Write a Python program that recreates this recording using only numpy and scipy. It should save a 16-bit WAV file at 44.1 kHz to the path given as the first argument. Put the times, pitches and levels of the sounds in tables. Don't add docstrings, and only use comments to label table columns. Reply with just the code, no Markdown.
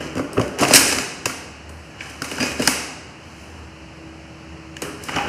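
import sys
import numpy as np
from scipy import signal
from scipy.io import wavfile
from scipy.ndimage import uniform_filter1d

SR = 44100
rng = np.random.default_rng(int(sys.argv[2]) if len(sys.argv) > 2 else 0)


def generate_wav(signal):
    frames = np.transpose(np.atleast_2d(signal))
    scaled = np.clip(frames, -1, 1) * 32767
    pcm = np.round(scaled).astype(np.int16)
    wavfile.write(sys.argv[1], SR, pcm)


N = 233244

# (frequency [Hz], relative level [dB], t60 [s])
PAN_MODES = [(115, -7.5, 0.051), (194, -4.5, 0.036), (257.2, -0.5, 0.093), (293, 3, 0.042),
             (403, -0.5, 0.042), (497, -2.5, 0.053), (608.4, -2, 0.039)]
SHELL_MODES = [(702, -16, 0.035), (921, 4, 0.012), (964, 5, 0.011), (1390, 3, 0.0043)]
BRACKET_MODES = [(1642, 7.5, 0.019), (1940, 10.5, 0.0072), (2245, 9, 0.013), (2575, 5.5, 0.011),
                 (2850, 4, 0.016), (3136, 10.5, 0.0054)]
STEEL_MODES = [(3783, 14, 0.0065), (4410, 9.5, 0.005), (4995, 5.5, 0.011), (5434, 1.5, 0.017),
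               (5850, 6.5, 0.0086), (6340, 4, 0.012), (6834, 0, 0.023), (7380, 3, 0.013)]
TICK_MODES = [(7900, 0, .004), (8800, 0, .004), (9700, -1, .004), (10600, -2, .004), (11600, -3, .0035),
              (12700, -5, .003), (13900, -7, .003), (15100, -9, .003)]
BODIES = (PAN_MODES, SHELL_MODES, BRACKET_MODES, STEEL_MODES, TICK_MODES)
OCTAVES = np.array([-1.2, 0, 1.25, 2.2])


def amp(db):
    return 10 ** (np.asarray(db) / 20)


def evened(x):
    return x / np.sqrt(np.mean(x ** 2) + 1e-20)


def read(points, hz):
    f, value = np.transpose(points)
    return np.interp(np.log(hz + 1), np.log(f + 1), value)


def add(mix, s, sound):
    part = mix[round(s * SR):][:len(sound)]
    part += sound[:len(part)]


def air():
    # (frequency [Hz], relative density [dB per Hz])
    air_colour = [(30, -43.5), (60, -5), (160, -5), (400, -8.5), (1000, -12.5), (2500, -17), (5000, -30),
                  (8000, -35), (9200, -43.5), (10100, -36), (11000, -45.5), (13000, -48), (16000, -55.5)]
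    level_db = -40
    frames, hz = N // 256 + 5, np.fft.rfftfreq(1024, 1 / SR)
    real, imag, patches = rng.standard_normal((frames, 513, 3)).T
    patches = uniform_filter1d(patches, size=10, axis=0)
    patches = evened(uniform_filter1d(patches, size=16, axis=1))
    spectrum = (real + 1j * imag) * amp(read(air_colour, hz)[:, None] + 0.64 * patches)
    noise = signal.istft(spectrum, nperseg=1024, noverlap=768)[1][:N]
    return amp(level_db) * evened(noise)


def wander(t, low_hz, high_hz, count):
    rates = np.geomspace(low_hz, high_hz, num=count)
    return evened(sum(np.sin(2 * np.pi * (f * t + rng.random())) for f in rates))


def low_rumble():
    # (time [s], level [dB])
    rumble_level = [(0.0, -42), (0.35, -57), (0.43, -38), (0.5, -45), (0.53, -50), (0.97, -40), (1.05, -57),
                    (1.75, -40), (1.91, -52), (2.65, -41.5), (2.99, -57), (3.67, -41), (3.7, -50.5),
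                    (4.3, -47), (4.45, -63), (4.52, -38), (4.62, -51.5), (5.29, -46.5)]
    centre_hz, drift_hz, swell_db = 75.4, 3.38, 1.5
    t = np.arange(N) / SR
    drift = wander(t, 0.5, 5, 12)
    swell = wander(t, 2.5, 7.7, 12)
    phase = 2 * np.pi * np.cumsum(centre_hz + drift_hz * drift) / SR
    rumble = evened(amp(swell_db * swell) * np.sin(phase))
    return amp(np.interp(t, *np.transpose(rumble_level))) * rumble


def hum():
    # (frequency [Hz], rms level [dB])
    orders = [(145, -57.5), (161.5, -55.5), (323, -48.5), (565.2, -59.5)]
    # (time [s], gain [dB])
    swell = [(0, 10), (1, -2), (2, -1.5), (3, -1.5), (3.7, -1), (4.1, 6.5), (4.5, 5.5), (4.8, 7),
             (5.29, 5.5)]
    t = np.arange(N) / SR
    motor = 0
    for hz, db in orders:
        gain = np.sqrt(2) * amp(db + wander(t, 1.5, 6, 6))
        motor = motor + gain * np.sin(2 * np.pi * (hz * t + rng.random()))
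    return motor * amp(np.interp(t, *np.transpose(swell)))


def room(x):
    # (frequency [Hz], t60 [s])
    decay_times = [(120, 0.44), (330, 1.4), (870, 1.1), (2300, 0.98), (6000, 0.87), (10000, 0.59),
                   (15000, 0.29)]
    # (frequency [Hz], level [dB])
    echo_strength = [(120, -7.5), (400, -5.5), (1200, -2), (5000, -4), (10000, -1.5), (15000, 0)]
    spacing = 12
    taps = np.zeros(SR + SR // 2)
    at = np.arange(200, len(taps) - spacing, spacing)
    taps[at + rng.integers(0, spacing, len(at))] = rng.choice([-1., 1.], len(at))
    hz, t, bands = signal.stft(taps, SR, nperseg=256)
    decay = amp(-60 * t / read(decay_times, hz)[:, None])
    decay *= amp(read(echo_strength, hz))[:, None] / np.linalg.norm(decay, axis=1, keepdims=True)
    tail = signal.istft(bands * decay, SR, nperseg=256)[1] * np.sqrt(spacing / 128)
    return signal.fftconvolve(x, tail)[:N]


def squeak(hz, width, db, length):
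    t = np.arange(0, length, 1 / SR)
    pole = np.exp(-np.pi * width / SR)
    drift = signal.lfilter([1], [1, -pole], rng.standard_normal((2, 12000)))[:, -len(t):]
    envelope = 1.5 * drift.std() + drift[0] + 1j * drift[1]
    tone = (envelope * np.exp(2j * np.pi * hz * t)).real
    attack = np.minimum(t / .004, 1)
    release = np.minimum((length - t) / (.6 * length), 1)
    return amp(db) * evened(tone) * attack * release


def ring(modes, spread_db, detune):
    hz, db, t60 = np.transpose(modes)[:, :, None]
    place = rng.standard_normal((2, len(modes), 1))
    t = np.arange(6000) / SR
    sign = (-1) ** np.arange(len(modes))[:, None]
    waves = sign * np.sin(2 * np.pi * hz * (1 + detune * place[0]) * t)
    return (amp(db + spread_db * place[1] - 60 * t / t60) * waves).sum(0)


def slide(rows):
    rub_db = np.array([-2.0, 1.5, -1.5, -6.5])
    slip_rate = 2500
    s, rumble_db, pressure_db, sharpness = np.transpose(rows)
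    levels_db = [rumble_db, *(pressure_db + rub_db[:, None] + sharpness * OCTAVES[:, None])]
    t = np.arange(s[0], s[-1], 1 / SR)
    out = 0
    for modes, db in zip(BODIES, levels_db):
        size = amp(3.5 * np.minimum(rng.exponential(1, len(t)), 4))
        slips = size * (rng.random(len(t)) < slip_rate / SR)
        slips *= rng.choice([-1., 1.], len(t))
        scrape = signal.fftconvolve(slips, ring(modes, 0, 0))[:len(t)]
        out = out + amp(np.interp(t, s, db)) * evened(scrape)
    return s[0], out * signal.windows.tukey(len(t), .02)


def blow(thud_db, clack_db, knock_db, sharpness, length):
    knock_answer_db = np.array([.3, .7, -1.5])
    hard_edge = 3.27
    t = np.arange(4000) / SR
    rise = np.clip(length ** 2 / 0.016, .0001, .03)
    levels_db = [thud_db, clack_db, *(knock_db + knock_answer_db + sharpness * OCTAVES[1:])]
    uneven = evened(uniform_filter1d(rng.standard_normal(4000), size=40))
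    contacts = 0.49 * rng.standard_normal(4000) * amp(2.0 * uneven)
    contacts *= np.minimum(t / rise, 1) ** 2 * np.exp(-np.maximum(t - rise, 0) / max(length, .0003))
    contacts[round(rise * SR)] = hard_edge * np.exp(-rise / 0.0009)
    near = spread = 0
    for body, db in zip(BODIES, levels_db):
        sound = signal.fftconvolve(contacts, ring(body, 1.0, .01))
        loudest = np.sqrt(uniform_filter1d(sound ** 2, size=256).max())
        sound = amp(db) * sound / loudest
        even = ring(body, 0, 0)
        near = near + sound
        spread = spread + even * np.linalg.norm(sound) / np.linalg.norm(even)
    return near, spread


def scene():
    # (time [s], seat pan thud [dB], plastic shell clack [dB], metal knock [dB],
    #         sharpness [dB per octave], chatter length [s])
    blows = [(0.153, -22, -33, -39, -0.5, 0.0031), (0.161, -20, -31, -36, -4.5, 0.01),
             (0.178, -26, -27.5, -38, -1.5, 0.0046), (0.19, -16, -22.5, -35, -5, 0.0066),
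             (0.331, -31, -50, -50, 8, 0.0023), (0.363, -18.5, -21.5, -50, -16, 0.012),
             (0.376, -8.5, -22, -28.5, -18, 0.0044), (.394, -13.5, -18.5, -34, -2, 0.0053),
             (0.41, -19, -42, -27.5, -4.5, 0.0059), (0.479, -35, -45, -48, 3, 0.0021),
             (.586, -30, -34, -28.5, -1, 0.0033), (0.591, -35.5, -38, -30, -1.5, 0.0054),
             (0.599, -14, -24, -27.5, 1, 0.014), (.615, -14.5, -14.5, -27, -3.5, 0.011),
             (0.628, -18, -21, -20, -3, 0.0082), (.649, -33, -19, -20, -7, .004),
             (0.679, -18, -25, -23.5, -1, 0.0059), (0.708, -10, -15.5, -21, -4.5, 0.0031),
             (0.724, -39.5, -19.5, -27, -5.5, .008), (0.735, -11, -18, -11, 2, .0047),
             (0.744, -17, -21.5, -18, 4, .007), (0.753, -25, -19, -10, 0.4, .008),
             (0.77, -45, -30, -20, -2, .007), (0.781, -24, -28.5, -37, -1, .009),
             (.924, -21.5, -18, -20, -2, 0.0036), (.984, -27, -20.5, -20, -3, 0.0032),
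             (1.2557, -26, -19, -19.5, -1, 0.0027), (1.259, -18.5, -27, -23, -2, .0037),
             (1.294, -32.5, -25.5, -30, -6, 0.0046), (1.691, -37.5, -40, -55.5, 5, 0.0049),
             (2.004, -40, -47.5, -26, -14, 0.0055), (2.085, -40, -55, -43, -1, 0.014),
             (2.2193, -26, -17, -26, -0.5, .0021), (2.239, -32, -38, -29.5, -2, .008),
             (2.313, -25, -33, -26.5, -2.5, 0.0037), (2.383, -47, -19, -32, -9, .0018),
             (2.399, -30, -29, -22.5, -5.5, 0.0074), (2.42, -30, -37, -30, -6, .008),
             (2.426, -17.5, -24.5, -20.5, -5, 0.0057), (2.516, -33, -51, -31, -2.5, 0.0032),
             (2.594, -16, -61, -30, -2.5, 0.0058), (2.599, -24.5, -31, -33, -8, .011),
             (2.615, -24, -26, -26, -1, .0098), (2.6744, -15.5, -10, -9.5, 0, 0.0023),
             (4.7672, -53, -46, -27, -6.5, 0.0012), (4.818, -21, -29, -31, 1.5, 0.0042),
             (5.036, -48, -53, -46, 7, 0.0046), (5.084, -53, -25.5, -28.5, -11, 0.0049),
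             (5.091, -47, -22, -28, -15, 0.0052), (5.156, -21, -18.5, -20.5, -8.5, 0.0091),
             (5.18, -38, -21, -22, -23, 0.0082)]
    # (time [s], pan rumble [dB], pressure on the hard parts [dB], sharpness [dB per octave])
    strokes = [
        [(0.0, -27, -35.5, -2.5), (.256, -47.5, -57, -9), (.44, -23, -44, -3), (.56, -52, -59, -6),
         (.6, -20.5, -27.5, -4), (.658, -24, -36.5, -3.5), (.768, -35, -19, 5), (.818, -24, -42.5, -17),
         (.88, -29.5, -29, 3.7), (.984, -29.5, -34.5, -2), (1.05, -37, -40, 1)],
        [(1.7, -71, -73, 6), (1.978, -55, -51, -5), (2.02, -45, -42, -2), (2.11, -47.5, -46.5, -2),
         (2.196, -50, -49, -3), (2.284, -38.5, -42, -0.5), (2.4, -31.5, -37, -1.5), (2.46, -27.5, -30.5, -1.5),
         (2.56, -38, -44.5, -2), (2.624, -39.5, -35.5, 1), (2.68, -37, -28, 0.5)],
        [(3.2, -68, -53.5, -5), (3.41, -59.5, -55.5, 1.3), (3.65, -50.5, -57.5, -4)],
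        [(4.82, -25, -35.5, -2.5), (4.964, -52, -56, -11), (5.038, -45, -47, 2), (5.142, -31.5, -34.5, -5.5),
         (5.248, -34, -38, -7.5), (5.289, -20, -37, -11)],
    ]
    # (time [s], frequency [Hz], width [Hz], level [dB], length [s])
    squeaks = [(0.19, 289.5, 17, -29, 0.14), (0.659, 714, 25, -22, 0.039), (.745, 1577, 52, -18.5, 0.042),
               (2.399, 2490, 120, -29, 0.056), (2.398, 248, 40, -24.5, 0.07), (2.592, 251.6, 34, -22, 0.06),
               (2.4, 4850, 82, -30.5, 0.055), (2.41, 8100, 200, -38, 0.022), (4.83, 416, 15, -39, 0.24),
               (4.868, 298, 18, -36, 0.15), (5.165, 806, 88, -23.5, 0.12)]
    near, spread = np.zeros(N), np.zeros(N)
    for s, *strength, length in blows:
        sound, even = blow(*strength, length)
        add(near, s, sound)
        add(spread, s + length, even)
    for s, sound in map(slide, strokes):
        add(near, s, sound)
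        add(spread, s, sound)
    for s, *rest in squeaks:
        sound = squeak(*rest)
        add(near, s, sound)
        add(spread, s, amp(-1.5) * sound)
    return (near + room(spread) + air() + low_rumble() + hum())[None]


def record(dry):
    # (frequency [Hz], gain [dB])
    mic_response = [(30, -15), (50, -5.5), (75, 1), (120, 1), (300, -3), (2200, -3), (2900, 4.5),
                    (3250, -8.5), (3600, -13.5), (4200, -0.5), (5200, 5), (7600, 0), (8600, 0.5),
                    (10000, -1), (11500, -2.5), (16000, -8.5)]
    ceiling, edge_hz = 1.0, 15633
    colour = np.fft.irfft(amp(read(mic_response, np.fft.rfftfreq(4096, 1 / SR))))
    colour = np.roll(colour, 2048) * np.hanning(4096)
    coloured = signal.oaconvolve(dry, colour[None], "same")
    clipped = coloured / (1 + abs(coloured / ceiling) ** 10) ** (1 / 10)
    band = signal.firwin(1023, edge_hz, window=("kaiser", 7), fs=SR)
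    return signal.oaconvolve(clipped, band[None], "same")


dry = scene()
out = record(dry)
generate_wav(out)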